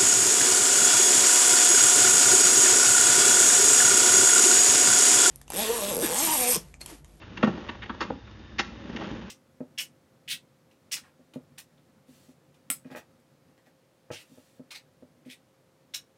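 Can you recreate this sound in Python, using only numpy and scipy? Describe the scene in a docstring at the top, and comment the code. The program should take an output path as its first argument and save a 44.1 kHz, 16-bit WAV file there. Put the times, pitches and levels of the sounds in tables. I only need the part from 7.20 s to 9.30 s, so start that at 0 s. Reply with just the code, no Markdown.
"""Knocks of a push cable drawn back through a drain pipe: bursts of tiny contacts ring the modes of its coil,
shaped band by band, the lows a little late. Thuds are soft blows on the coil's low modes. Dense filtered contacts
make a hollow rumble, including the big thud's dying tail, and the scrape of sliding. A small room adds a diffuse
tail to the knocks. Behind lie a steady low drone, faint hiss and narrow bands of steady noise."""
import sys
import numpy as np
from scipy import signal
from scipy.fft import rfft, irfft
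from scipy.io import wavfile
from scipy.ndimage import uniform_filter1d

SR = 44100
rng = np.random.default_rng(int(sys.argv[2]) if len(sys.argv) > 2 else 0)


def put_to_file(sound):
    """Save the sound as 16-bit audio at rate SR, in the file named by the first command-line argument."""
    columns = np.atleast_2d(sound).T  # one column per channel
    safe = np.clip(columns, -1, 1)
    whole_steps = np.round(safe * 32767)
    wavfile.write(sys.argv[1], SR, whole_steps.astype(np.int16))


N = 92610  # samples


def undb(db):
    """Decibels to amplitude gain."""
    return 10 ** (np.asarray(db) / 20)


def unit(x):
    """Scale to rms 1."""
    return x / np.sqrt(np.mean(x ** 2))


def colour(x, points):
    """Filter by a (Hz, relative dB) curve, with sloping skirts beyond its ends; rms 1."""
    hz, db = np.array(points, float).T
    f = np.maximum(np.fft.rfftfreq(N, 1 / SR), 1)
    skirts = np.minimum(f / hz[0], 1) ** 2 * np.minimum(hz[-1] / f, 1) ** 2
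    gain = undb(np.interp(np.log(f), np.log(hz), db)) * skirts
    return unit(irfft(rfft(x) * gain, N))


def band(x, lo_hz, hi_hz):
    """Causal band-pass."""
    return signal.sosfilt(signal.butter(3, [lo_hz, hi_hz], "band", fs=SR, output="sos"), x)


def resonate(x, hz, width_hz):
    """One resonance, gain 1 at its centre."""
    return signal.lfilter(*signal.iirpeak(hz, hz / width_hz, fs=SR), x)


def grit(spread_db, per_s):
    """Dense tiny contacts of random sign and unequal size; rms 1."""
    size = undb(spread_db * np.minimum(rng.exponential(size=N), 4))
    hits = rng.standard_normal(N) * size * (rng.random(N) < per_s / SR)
    return unit(hits)


def walk(rate_hz):
    """Slow random curve of rms 1: held random values, smoothed over one step."""
    step = int(SR / rate_hz)
    held = np.repeat(rng.standard_normal(N)[:N // step + 1], step)[:N]
    return unit(uniform_filter1d(held, step))


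# Low modes of the coil. Each row: frequency in Hz, relative level in dB, t60 in s.
THUD_MODES = [(179.8, -19.5, 0.11), (215, -6.5, 0.17), (237.4, 2.5, 0.09), (284, 4.5, 0.027),
              (309, -10.5, 0.091), (344, -20.5, 0.1)]
# Bright modes of cable and cage. Each row: frequency in Hz, relative level in dB, t60 in s.
RING_MODES = [(530, 3, 0.054), (656, -13.5, 0.18), (806, 3.5, 0.15), (962, 4.5, 0.056), (1135, 3, 0.032),
              (1315, -2.5, 0.031), (1441, -1, .08), (1627, 4, 0.13), (1830, 6.5, 0.04), (2110, -3.5, 0.045),
              (2424, -3, 0.2), (2718, 9, 0.081), (3300, -4, 0.13), (3737, 2.5, 0.11), (4488, 3, 0.021),
              (5220, 3, 0.053)]
CRACK_DB = 0  # bare contact beside the modes


def ring(contacts):
    """Contacts excite every mode, decay time setting its bandwidth, over their own bare crack."""
    modes = 0
    for hz, db, t60_s in THUD_MODES + RING_MODES:
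        width_hz = np.log(1000) / np.pi / t60_s
        modes = modes + undb(db) * resonate(contacts, hz, width_hz)
    return undb(CRACK_DB) * contacts + 2 * modes


# Edges of the five bands, low to high, in Hz.
BANDS_HZ = [140, 400, 800, 1500, 3500, 7200]
# Knocks. Each row: time in s, level in dB in each of the five bands, swell in s, hold in s, fall in s.
KNOCKS = [ (.021, -72, -52, -48.5, -47.5, -74, 0.0013, 0.0049, 0.012),
          (0.177, -46.5, -54.5, -39.5, -35, -46, 0.0038, 0.0027, 0.0065),
          (0.233, -25.5, -20.5, -20, -26.5, -41, 0.0011, 0.0074, 0.0034),
          (.246, -30, -32.5, -32, -32.5, -43, 0.0021, 0.0023, 0.0088),
          (.278, -26.5, -30, -34.5, -41, -51.5, 0.0069, 0.0054, 0.0093),
          (0.38, -37, -43, -44.5, -47.5, -55, .004, 0.0031, 0.0057),
          (0.499, -41, -45, -34, -34, -48, 0.0093, 0.0054, 0.0021),
          (0.553, -52, -48.5, -44.5, -50, -66, 0.004, 0.0039, 0.0039),
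          (.631, -53, -65.5, -45, -38.5, -55.5, 0.0032, 0.014, 0.0092),
          (0.662, -45, -56, -51, -45, -58, 0.0028, 0.002, 0.0037),
          (0.698, -38.5, -44, -31.5, -39.5, -57.5, 0.0014, 0.0047, 0.011),
          (0.75, -52, -46, -45.5, -53.5, -59, 0.0052, 0.0026, 0.0077),
          (.816, -34, -34.5, -27.5, -31.5, -36.5, 0.0057, 0.0086, 0.0032),
          (.832, -45, -51, -35, -36.5, -41.5, 0.0041, 0.0041, 0.012),
          (0.904, -26, -26, -35, -48.5, -63, 0.0011, 0.005, 0.0039),
          (1.076, -51, -58, -52.5, -55, -67, .003, .004, 0.011),
          (1.115, -56, -79, -58, -67, -60.5, 0.0072, 0.005, 0.0023),
          (1.195, -46, -55, -65, -73, -63, 0.0018, 0.0042, .005),
          (1.387, -46, -53, -41.5, -33.5, -41, 0.0011, 0.0043, 0.0026),
          (1.397, -40, -34, -27, -23, -27.5, 0.0029, 0.0078, 0.0068),
          (1.698, -36, -44.5, -64, -47, -57, 0.0016, 0.0026, 0.0069),
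          (1.768, -43, -49, -46, -36, -45, 0.0037, .007, 0.0037),
          (1.817, -39, -41, -44, -51, -56, 0.013, 0.0056, 0.0072)]
LAG_S = 0.0049  # bending-wave lag scale: half of it separates 500 Hz from 2 kHz
CONTACT_SPREAD_DB = 2


def knocks(t):
    """Catch-and-slip rattles swell, hold and die away; bending waves bring the lows last."""
    contacts = ring(grit(CONTACT_SPREAD_DB, 6000))
    out = np.zeros(N)
    for k, (lo, hi) in enumerate(zip(BANDS_HZ, BANDS_HZ[1:])):
        rattle = band(contacts, lo, hi)
        centre_hz = np.sqrt(lo * hi)
        late_s = LAG_S * (np.sqrt(500 / centre_hz) - .5)  # zero at 2 kHz, early above
        for at_s, *levels_db, swell_s, hold_s, fall_s in KNOCKS:
            near = slice(max(int((at_s - .03) * SR), 0), int((at_s + .12) * SR))
            age = t[near] - at_s - late_s
            rise = np.maximum((-age - hold_s / 2) / swell_s, 0) ** 2
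            decay = np.maximum((age - hold_s / 2) / fall_s, 0)
            env = np.exp(-rise - decay)
            burst = rattle[near] * env
            level = np.sqrt(np.sum(env ** 2) / np.sum(burst ** 2))  # same energy as env
            out[near] += burst * level * undb(levels_db[k])
    return out


# Thuds of the whole coil. Each row: time in s, peak of its own ring in dB before the recorder.
THUDS = [(.237, -8.5), (0.265, -22), (0.493, -33), (0.701, -28.5), (.812, -38.5), (0.908, -33),
         (1.397, -29.5), (1.697, -27.5), (1.752, -28.5), (1.939, -31.5)]
THUD_PUSH_S = .0015  # build-up time constant of a soft blow


def thuds(t):
    """A soft blow sets the low modes of the coil swinging; each decays at its own rate."""
    blows = np.zeros(N)
    for at_s, db in THUDS:
        blows[int(at_s * SR)] += undb(db)
    body = 0
    for hz, db, t60_s in THUD_MODES:
        body = body + undb(db) * np.sin(2 * np.pi * hz * t) * undb(-60 * t / t60_s)
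    body = body * (1 - np.exp(-t / THUD_PUSH_S))
    body = signal.sosfilt(signal.butter(2, BANDS_HZ[0], "high", fs=SR, output="sos"), body)
    return signal.fftconvolve(blows, body / np.abs(body).max())[:N]


# Rumble, including the big thud's tail, and scrape. Each row: time in s, rumble level in dB, scrape level in dB.
RUMBLE_SCRAPE_LEVELS = [(0, -65, -51.5), (.11, -48.5, -51), (0.209, -44.5, -46.5), (0.283, -28.5, -41),
                        (.35, -40, -44.5), (.46, -53, -43), (.59, -54, -51), (.76, -55.5, -50.5),
                        (.89, -41.5, -49), (1.0, -58, -58.5), (1.33, -52.5, -54), (1.46, -48, -52.5),
                        (1.62, -44, -48.5), (1.71, -40, -44), (1.835, -39, -39), (1.96, -38.5, -43.5),
                        (2.1, -46, -47.5)]
# Rumble spectrum. Each row: frequency in Hz, relative level in dB.
RUMBLE = [(100, -20), (150, -2.5), (185, 4), (225, 5), (265, -6), (310, 0), (400, -11.5), (600, -52)]
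# Scrape spectrum. Each row: frequency in Hz, relative level in dB.
SCRAPE = [(250, 6.5), (420, 3), (570, 4.5), (700, -5), (830, 0), (1200, -3), (1900, -6), (2300, -9.5),
          (2900, -6), (4200, -16), (7000, -20.5)]


def rumble_and_scrape(t):
    """Low rumble, including the big thud's dying tail, and the scrape of sliding: dense coloured contacts."""
    at_s, rumble_db, scrape_db = np.array(RUMBLE_SCRAPE_LEVELS).T
    rumble_gain = undb(np.interp(t, at_s, rumble_db))
    rumble = colour(grit(0.9, 1500), RUMBLE) * rumble_gain
    scrape = colour(grit(0.73, 4000), SCRAPE)
    scrape_gain = undb(np.interp(t, at_s, scrape_db) + 0.44 * walk(30))
    return rumble + scrape * scrape_gain


# Room tail, one row per band. Each row: level in dB, t60 in s.
ROOM = [(-22.5, 0.25), (-28, 0.29), (-25.5, 0.33), (-24, 0.5), (-19, 0.41)]


def room(x, t):
    """A diffuse tail of noise, decaying at its own rate in each band."""
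    tail = 0
    for lo, hi, (db, t60_s) in zip(BANDS_HZ, BANDS_HZ[1:], ROOM):
        build_up = 1 - np.exp(-t / 0.0027)
        echoes = band(rng.standard_normal(N), lo, hi) * undb(-60 * t / t60_s) * build_up
        tail = tail + undb(db) * echoes / np.linalg.norm(echoes)
    return x + signal.fftconvolve(x, tail)[:N]


# Drone spectrum. Each row: frequency in Hz, relative level in dB.
DRONE = [(20, -15.5), (35, -22), (48, 3), (60, 9.5), (80, 2.5), (110, 7), (150, -12), (230, -14.5),
         (350, -25.5), (600, -27)]
# Hiss spectrum. Each row: frequency in Hz, relative level in dB.
HISS = [(200, 6.5), (600, -7.5), (1000, -5), (1750, 6), (2300, -2), (3000, 1.5), (3700, -25), (4150, -7.5),
        (5000, -3), (7000, -11)]
# Narrow bands of steady background noise. Each row: centre in Hz, width in Hz, rms level in dB.
NARROW_NOISE = [(57, 2.6, -63), (221, 24, -67), (1743, 52, -69), (3640, 150, -64)]
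DRONE_DB, HISS_DB = -48, -59.5  # rms, before the recorder


def background():
    """Steady noise coloured as low drone and hiss, plus faint narrow bands of noise."""
    narrow = 0
    for hz, width_hz, db in NARROW_NOISE:
        narrow = narrow + undb(db) * unit(resonate(rng.standard_normal(N), hz, width_hz))
    drone = undb(DRONE_DB) * colour(rng.standard_normal(N), DRONE)
    hiss = undb(HISS_DB) * colour(rng.standard_normal(N), HISS)
    return drone + narrow + hiss


def scene():
    """Knocks in the room, with thuds, rumble, scrape and background added directly."""
    t = np.arange(N) / SR
    return (room(knocks(t), t) + thuds(t) + rumble_and_scrape(t) + background())[None]


MIC_LOW_HZ, MIC_HIGH_HZ, TOP_HZ = 36.7, 5560, 6900


def record(dry):
    """The recorder cuts the deepest bass, softens the treble and stops sharply at its band edge."""
    dry = signal.sosfilt(signal.butter(4, MIC_LOW_HZ, "high", fs=SR, output="sos"), dry)
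    dry = signal.sosfilt(signal.butter(2, MIC_HIGH_HZ, fs=SR, output="sos"), dry)
    return signal.sosfilt(signal.ellip(10, .2, 80, TOP_HZ, fs=SR, output="sos"), dry)


dry = scene()
out = record(dry)
put_to_file(out)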